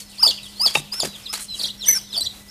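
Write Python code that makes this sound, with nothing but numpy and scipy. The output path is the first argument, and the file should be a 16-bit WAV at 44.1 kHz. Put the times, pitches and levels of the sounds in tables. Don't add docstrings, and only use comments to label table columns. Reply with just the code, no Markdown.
import sys
import numpy as np
from scipy import signal
from scipy.fft import rfft, irfft
from scipy.io import wavfile
from scipy.ndimage import uniform_filter1d

SR = 44100
rng = np.random.default_rng(int(sys.argv[2]) if len(sys.argv) > 2 else 0)


def to_wav(s):
    ch = np.atleast_2d(s).T
    pcm = np.round(np.clip(ch, -1, 1) * 32767)
    wavfile.write(sys.argv[1], SR, pcm.astype(np.int16))


def makeup_ratio(level_db):
    decades = np.asarray(level_db, float) / 20
    return 10 ** decades


N = 110250


def rms_one(x):
    return x / np.sqrt(np.mean(x ** 2) + 1e-20)


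def drift(rate_hz):
    r = np.exp(-2 * np.pi * rate_hz / SR)
    return rms_one(signal.lfilter([1], [1, -2 * r, r * r], rng.standard_normal(N + SR))[SR:])


def ring(clicks, hz, t60):
    r, w = makeup_ratio(-60 / (t60 * SR)), 2 * np.pi * hz / SR
    return signal.lfilter([0, np.sin(w)], [1, -2 * r * np.cos(w), r * r], clicks + 1e-18)


def bandpass_or_high(x, edges_hz, kind):
    return signal.sosfilt(signal.butter(2, edges_hz, kind, fs=SR, output="sos"), x)


def add(out, s, x):
    i = int(s * SR)
    out[i:i + len(x)] += x[:N - i]


# frequency in Hz, noise level in dB per Hz.
AIR_COLOUR = [(15, -37), (25, -5), (148, -0.5), (198, -12), (253, -7), (1530, -16), (3630, -14.5),
              (9550, -16), (15500, -20.5)]


def air():
    bin_hz, t = np.arange(N // 2 + 1) * SR / N + 1, np.arange(N) / SR
    colour_hz, colour_db = np.transpose(AIR_COLOUR)
    colour = makeup_ratio(np.interp(np.log(bin_hz), np.log(colour_hz), colour_db))
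    noise = rms_one(irfft(rfft(rng.standard_normal(N)) * colour, N))
    rumble = rms_one(ring(rng.standard_normal(N), 43.3, 0.1))
    hum = makeup_ratio(-51 + 2.0 * drift(5.7)) * np.sin(2 * np.pi * 202.1 * t + .5 * drift(5.4))
    whine = rms_one(ring(rng.standard_normal(N), 1985, 0.36))
    return makeup_ratio(-47 + 2 * drift(11.0)) * noise + makeup_ratio(-53.5) * rumble + np.sqrt(2) * hum + makeup_ratio(-63.5) * whine


def echoes(x, t60, gap_s):
    t = np.arange(SR // 2) / SR
    tail = signal.lfilter([1], [1, -.55], rng.standard_normal(len(t)))
    tail = tail * makeup_ratio(-60 * t / t60) * (t > gap_s)
    return signal.fftconvolve(x, tail / np.sqrt(np.sum(tail ** 2)))[:N]


def whistle(hz, db, octave_db, twelfth_db, slack_db_per_khz=14):
    phase = 2 * np.pi * np.cumsum(hz) / SR
    flicker = np.repeat(rng.standard_normal(len(hz) // 400 + 1), 400)[:len(hz)]
    slack_khz = np.clip((4300 - hz) / 1000, 0, 1)
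    slack_db = 6 * uniform_filter1d(flicker, size=300) + slack_db_per_khz * slack_khz
    octave = makeup_ratio(octave_db + slack_db) * np.sin(2 * phase)
    twelfth = makeup_ratio(twelfth_db + slack_db) * np.sin(3 * phase)
    i = np.arange(len(hz))
    soft_ends = np.minimum(1, np.minimum(i, i[::-1]) / (0.0044 * SR))
    return np.sqrt(2) * makeup_ratio(db) * (np.sin(phase) + octave + twelfth) * soft_ends


def gliding_notes(rows):
    out, flutter_db = np.zeros(N), 2.2 * drift(90)
    for s, length, from_hz, to_hz, db in rows:
        u = np.arange(int(length * SR)) / (length * SR)
        swell_db = 8 * np.log10(np.sin(np.pi * u ** 1.18) + 0.013)
        swell_db = swell_db + np.resize(flutter_db[int(s * SR):], len(u))
        pitch = from_hz + (to_hz - from_hz) * u ** 0.99
        add(out, s, whistle(pitch, db + swell_db, octave_db=-29, twelfth_db=-48))
    return out


def flock():
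    rows = []
    for when, size, pitch, fall in rng.random(size=(170, 4)):
        from_hz = 4500 * (0.71 + 0.83 * pitch)
        to_hz = 4500 * (0.59 + 0.5 * pitch) * (1 - .35 * fall)
        rows.append((2.25 * when, .04 * (.5 + size), from_hz, to_hz, -60 + 8 * size))
    return gliding_notes(rows)


# start in seconds, length in seconds, pitch
# from in Hz, pitch to in Hz, level in dB.
SINGLE_NOTES = [(.37, 0.022, 3690, 2290, -37), (.42, 0.062, 4190, 2830, -43.5),
                (.552, 0.043, 4065, 4550, -44.5), (0.0, 0.029, 4615, 4270, -44.5),
                (.04, 0.14, 5200, 5120, -57), (1.022, 0.0076, 5280, 4460, -21),
                (1.065, 0.09, 4055, 3782, -48.5), (1.13, 0.034, 4300, 2920, -43),
                (1.18, 0.046, 4700, 4500, -61), (2.261, 0.013, 4137, 3850, -27.5),
                (2.19, 0.017, 5780, 6000, -42), (2.186, 0.018, 4670, 4445, -34),
                (1.231, 0.014, 5250, 5060, -47), (1.248, 0.029, 4770, 3027, -39),
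                (1.365, 0.073, 4030, 4150, -50), (1.28, 0.046, 4880, 5390, -32.5),
                (1.336, 0.024, 3724, 4770, -35), (1.478, 0.085, 4147, 3864, -37.5),
                (1.495, 0.039, 5400, 5090, -44), (0.764, .026, 3950, 3650, -33),
                (1.535, 0.033, 3470, 2730, -39.5), (1.984, 0.013, 3530, 2780, -45),
                (1.775, 0.055, 5640, 5200, -44), (1.803, 0.052, 4395, 2820, -33.5),
                (1.85, 0.031, 3910, 3280, -42), (1.856, 0.019, 8160, 9210, -29),
                (1.96, 0.0074, 8200, 8200, -29), (2.02, 0.15, 4190, 2860, -54.5),
                (2.1, 0.023, 5300, 4890, -42), (2.118, 0.048, 4265, 2780, -35),
                (2.145, 0.0198, 3720, 3220, -35), (2.272, 0.051, 3903, 3710, -45),
                (2.478, 0.038, 4800, 6140, -44)]


def neighbours():
    return gliding_notes(SINGLE_NOTES)


# start in seconds, length in seconds, level in dB, low edge in Hz.
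STROKES = [(0.0, 0.033, -38.5, 2480), (0.253, 0.13, -41.5, 600), (0.43, 0.18, -45.5, 7060),
           (0.095, 0.091, -46.5, 7000), (0.668, 0.13, -31.5, 775), (0.749, 0.008, -26, 1490),
           (0.763, 0.026, -38.5, 4960), (0.904, 0.01, -70, 1470), (1.03, 0.011, -31.5, 400),
           (1.046, 0.008, -30.5, 496), (1.054, 0.02, -35, 500), (1.3274, 0.0034, -24, 600),
           (1.336, 0.083, -33, 970), (1.405, 0.051, -37, 6030), (1.407, .02, -35, 7200),
           (1.158, 0.17, -45.5, 300), (0.929, 0.012, -32.5, 250), (0.95, 0.042, -43.5, 590),
           (1.549, 0.14, -38.5, 5260), (1.597, 0.087, -39.5, 495), (1.952, 0.0068, -30, 1230),
           (2.126, 0.087, -46.5, 493)]


def brushes():
    out = np.zeros(N)
    grains_per_s = 14000
    grains = rng.standard_normal(N) * makeup_ratio(3 * drift(72)) * (rng.random(N) < grains_per_s / SR)
    grains = grains + 0.54 * signal.lfilter(*signal.iirpeak(10000, 3.0, fs=SR), grains)
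    for s, length, db, low_hz in STROKES:
        t = np.arange(int((length + 0.05) * SR)) / SR
        rub = bandpass_or_high(np.resize(grains[int(s * SR):], len(t)), [low_hz, 9900], "band")
        fade_db = -60 * t - 590 * np.maximum(t - length, 0)
        add(out, s, rms_one(rub) * np.minimum(1, t / 0.00043) * makeup_ratio(db + fade_db))
    return out


# start in seconds, level in dB, pitch in Hz.
KNUCKLE_BUMPS = [(1.0305, -22, 700), (1.0332, -10.5, 630), (1.039, -23, 424), (1.0463, -20.5, 314),
                 (1.052, -17, 500), (1.057, -29, 347), (1.066, -26, 256), (1.075, -26, 427),
                 (1.082, -35, 171), (1.092, -46, 150), (0.772, -11, 850), (0.8, -27, 302),
                 (0.818, -35, 253)]


def bumps():
    out, t = np.zeros(N), np.arange(SR // 10) / SR
    for s, db, hz in KNUCKLE_BUMPS:
        add(out, s, np.sin(2 * np.pi * hz * t) * makeup_ratio(db - 60 * t * hz / 6.8))
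    return out


# frequency in Hz, level in dB, 60 dB decay in seconds.
SHEET_MODES = [(590, -20, 0.038), (850, -1.5, 0.039), (1294, -4, 0.02), (1950, -16, 0.019),
               (2670, 7, 0.015), (2730, 1, 0.017), (3684, -5.5, 0.066), (4500, -12, 0.018),
               (5400, -13, 0.056)]
# start in seconds, level in dB, ring in dB, thud in dB, thud pitch in Hz.
BLOWS = [
    (0.7526, -12.5, 2.5, -40, 500),
    (0.7556, -9.5, 1.5, -40, 500),
    (0.761, -20, -6, 16.5, 148.3),
    (1.048, -21.5, -12, 16.5, 200.4),
    (1.3302, -12, -33, -36, 175),
    (2.2, -40.5, -23, 23.5, 82),
]


def knocks():
    out, t = np.zeros(N), np.arange(SR // 2) / SR
    for s, db, ring_db, thud_db, thud_hz in BLOWS:
        touch = rng.standard_normal(len(t)) * makeup_ratio(-60 * t / .008) / 8
        sheet = sum(makeup_ratio(mode_db) * ring(touch, hz, t60) for hz, mode_db, t60 in SHEET_MODES)
        sheet = bandpass_or_high(sheet, 450, "high")
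        crack = signal.lfilter([.3], [1, -.8], np.diff(rng.standard_normal(len(t) + 1)))
        crack = crack * makeup_ratio(-22 - 60 * t / 0.041)
        thud = np.sin(2 * np.pi * thud_hz * t) * makeup_ratio(-60 * t * thud_hz / 33)
        thud = thud * np.minimum(1, t * thud_hz / 3)
        add(out, s, makeup_ratio(db) * (makeup_ratio(ring_db + 1.5) * sheet + crack + makeup_ratio(thud_db - 21.5) * thud))
    return out


# time in seconds, pitch in Hz, level in dB.
RISING_PEEP = [(0.18, 4040, -28), (0.19, 4803, -32.5), (0.198, 4982, -26), (0.224, 5510, -26.5),
               (0.234, 4692, -4.5), (0.256, 5300, -15), (0.272, 4320, -3)]
FALLING_TAIL = [(.272, 4282, -45), (0.278, 3421, -11.5), (.284, 3402, -24), (.289, 4563, -13.5),
                (0.303, 4344, -19), (.308, 3360, -18.5), (0.317, 2746, -32.5), (0.327, 2890, -31.5),
                (0.338, 2910, -34)]
ARCHED_PEEP = [(.594, 4396, -31), (.604, 4720, -19), (0.619, 4958, -19), (.645, 5220, -20),
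               (.655, 5167, -18.5), (0.665, 4558, -7.5), (0.668, 3597, -28), (0.681, 3335, -20),
               (0.69, 2880, -47)]
SECOND_ARCH = [(0.913, 4435, -49), (.925, 4905, -22), (.95, 5264, -31), (.978, 5430, -31.5),
               (.998, 5380, -28), (1.0035, 4835, -10), (1.006, 3663, -27.5), (1.019, 3496, -26),
               (1.032, 2950, -42)]
WARBLE = [(1.574, 4145, -39), (1.588, 5300, -43), (1.598, 4500, -22.5), (1.607, 3070, -35),
          (1.614, 4416, -23), (1.622, 5660, -41.5), (1.63, 5786, -32.5), (1.637, 4287, -21),
          (1.648, 3150, -24)]
WARBLE_ENDING = [(1.643, 3237, -22), (1.651, 3290, -28), (1.657, 4406, -25), (1.664, 5870, -42),
                 (1.672, 5950, -34.5), (1.681, 4160, -26.5), (1.693, 2710, -36.5), (1.70, 3550, -32),
                 (1.709, 4230, -25)]
HIGH_PEEP = [(1.845, 4403, -33), (1.858, 5626, -31), (1.876, 6000, -23.5), (1.888, 6131, -8),
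             (1.905, 5945, -15), (1.936, 6078, -18.5), (1.952, 5400, -22.5), (1.974, 5490, -22.5),
             (1.99, 4520, -32.5)]
LAST_WARBLE = [(2.131, 3824, -43), (2.146, 5200, -38), (2.158, 5450, -33), (2.165, 4958, -25.5),
               (2.170, 4500, -20.5), (2.174, 4360, -32), (2.18, 4582, -11.5), (2.184, 4820, -29),
               (2.192, 5540, -39)]
LAST_FALL = [(2.204, 4805, -30), (2.211, 4000, -18.5), (2.215, 3950, -26), (2.219, 4000, -19),
             (2.227, 4300, -33.5), (2.234, 5700, -30.5), (2.25, 5900, -32), (2.256, 4000, -26),
             (2.27, 3100, -27.5)]
# octave in dB, twelfth in dB, overtone gain in dB per kHz as the
# pitch slackens, echo send in dB.
VOICE_COLOURS = [(-25.5, -54, 14, -1), (-25, -31.5, 16, -0.5), (-25, -34.5, 21.5, 1),
                 (-18.5, -32, 27, -2.5), (-11, -24, -5, 1.5), (-11.5, -15, -4, 0.5), (-13.5, -45, 14, -2.5),
                 (-18, -30, 14, 4), (-12, -24, -5, 1.5)]
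PITCH_ROUNDING = [1, 1, 1, .7, 1.2, 1.2, 1, 1, 1]


def near_chick():
    out, send = np.zeros(N), np.zeros(N)
    waver, flutter_db = 1 + .003 * drift(158), 1.8 * drift(50)
    calls = [RISING_PEEP, FALLING_TAIL, ARCHED_PEEP, SECOND_ARCH, WARBLE, WARBLE_ENDING,
             HIGH_PEEP, LAST_WARBLE, LAST_FALL]
    for call, (*overtones, send_db), rounding in zip(calls, VOICE_COLOURS, PITCH_ROUNDING):
        s, hz, db = np.transpose(call)
        i = np.arange(int(s[0] * SR), int(s[-1] * SR))
        glide = max(1, int(rounding * .004 * SR))
        pitch = uniform_filter1d(np.interp(i / SR, s, hz), glide, mode="nearest")
        voice = whistle(pitch * waver[i], np.interp(i / SR, s, db) + flutter_db[i], *overtones)
        add(out, s[0], voice)
        add(send, s[0], makeup_ratio(send_db) * voice)
    return out, send


def scene():
    chick, chick_send = near_chick()
    hands = knocks() + bumps() + brushes()
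    others = neighbours()
    send = chick_send + makeup_ratio(-11) * hands + makeup_ratio(6.5) * others
    box = makeup_ratio(-8) * echoes(send, t60=.04, gap_s=0.0028)
    room = echoes(makeup_ratio(-14) * send + flock(), t60=.35, gap_s=.012)
    return (chick + hands + makeup_ratio(-0.5) * others + box + room + air())[None]


def band_limit(x):
    return signal.sosfilt(signal.butter(12, 15880, fs=SR, output="sos"), x)


def record(dry):
    sensor_rate, out_rate = 160, 147
    sensor = signal.resample_poly(0.93 * np.tanh(dry / 0.99), sensor_rate, out_rate, axis=1)
    thinned = sensor[:, np.arange(N) * sensor_rate // out_rate]
    thinned = signal.sosfilt(signal.cheby2(12, 70, 16200, fs=SR, output="sos"), thinned)
    finished = bandpass_or_high(thinned, 36, "high")
    return band_limit(finished)


dry = scene()
out = record(dry)
to_wav(out)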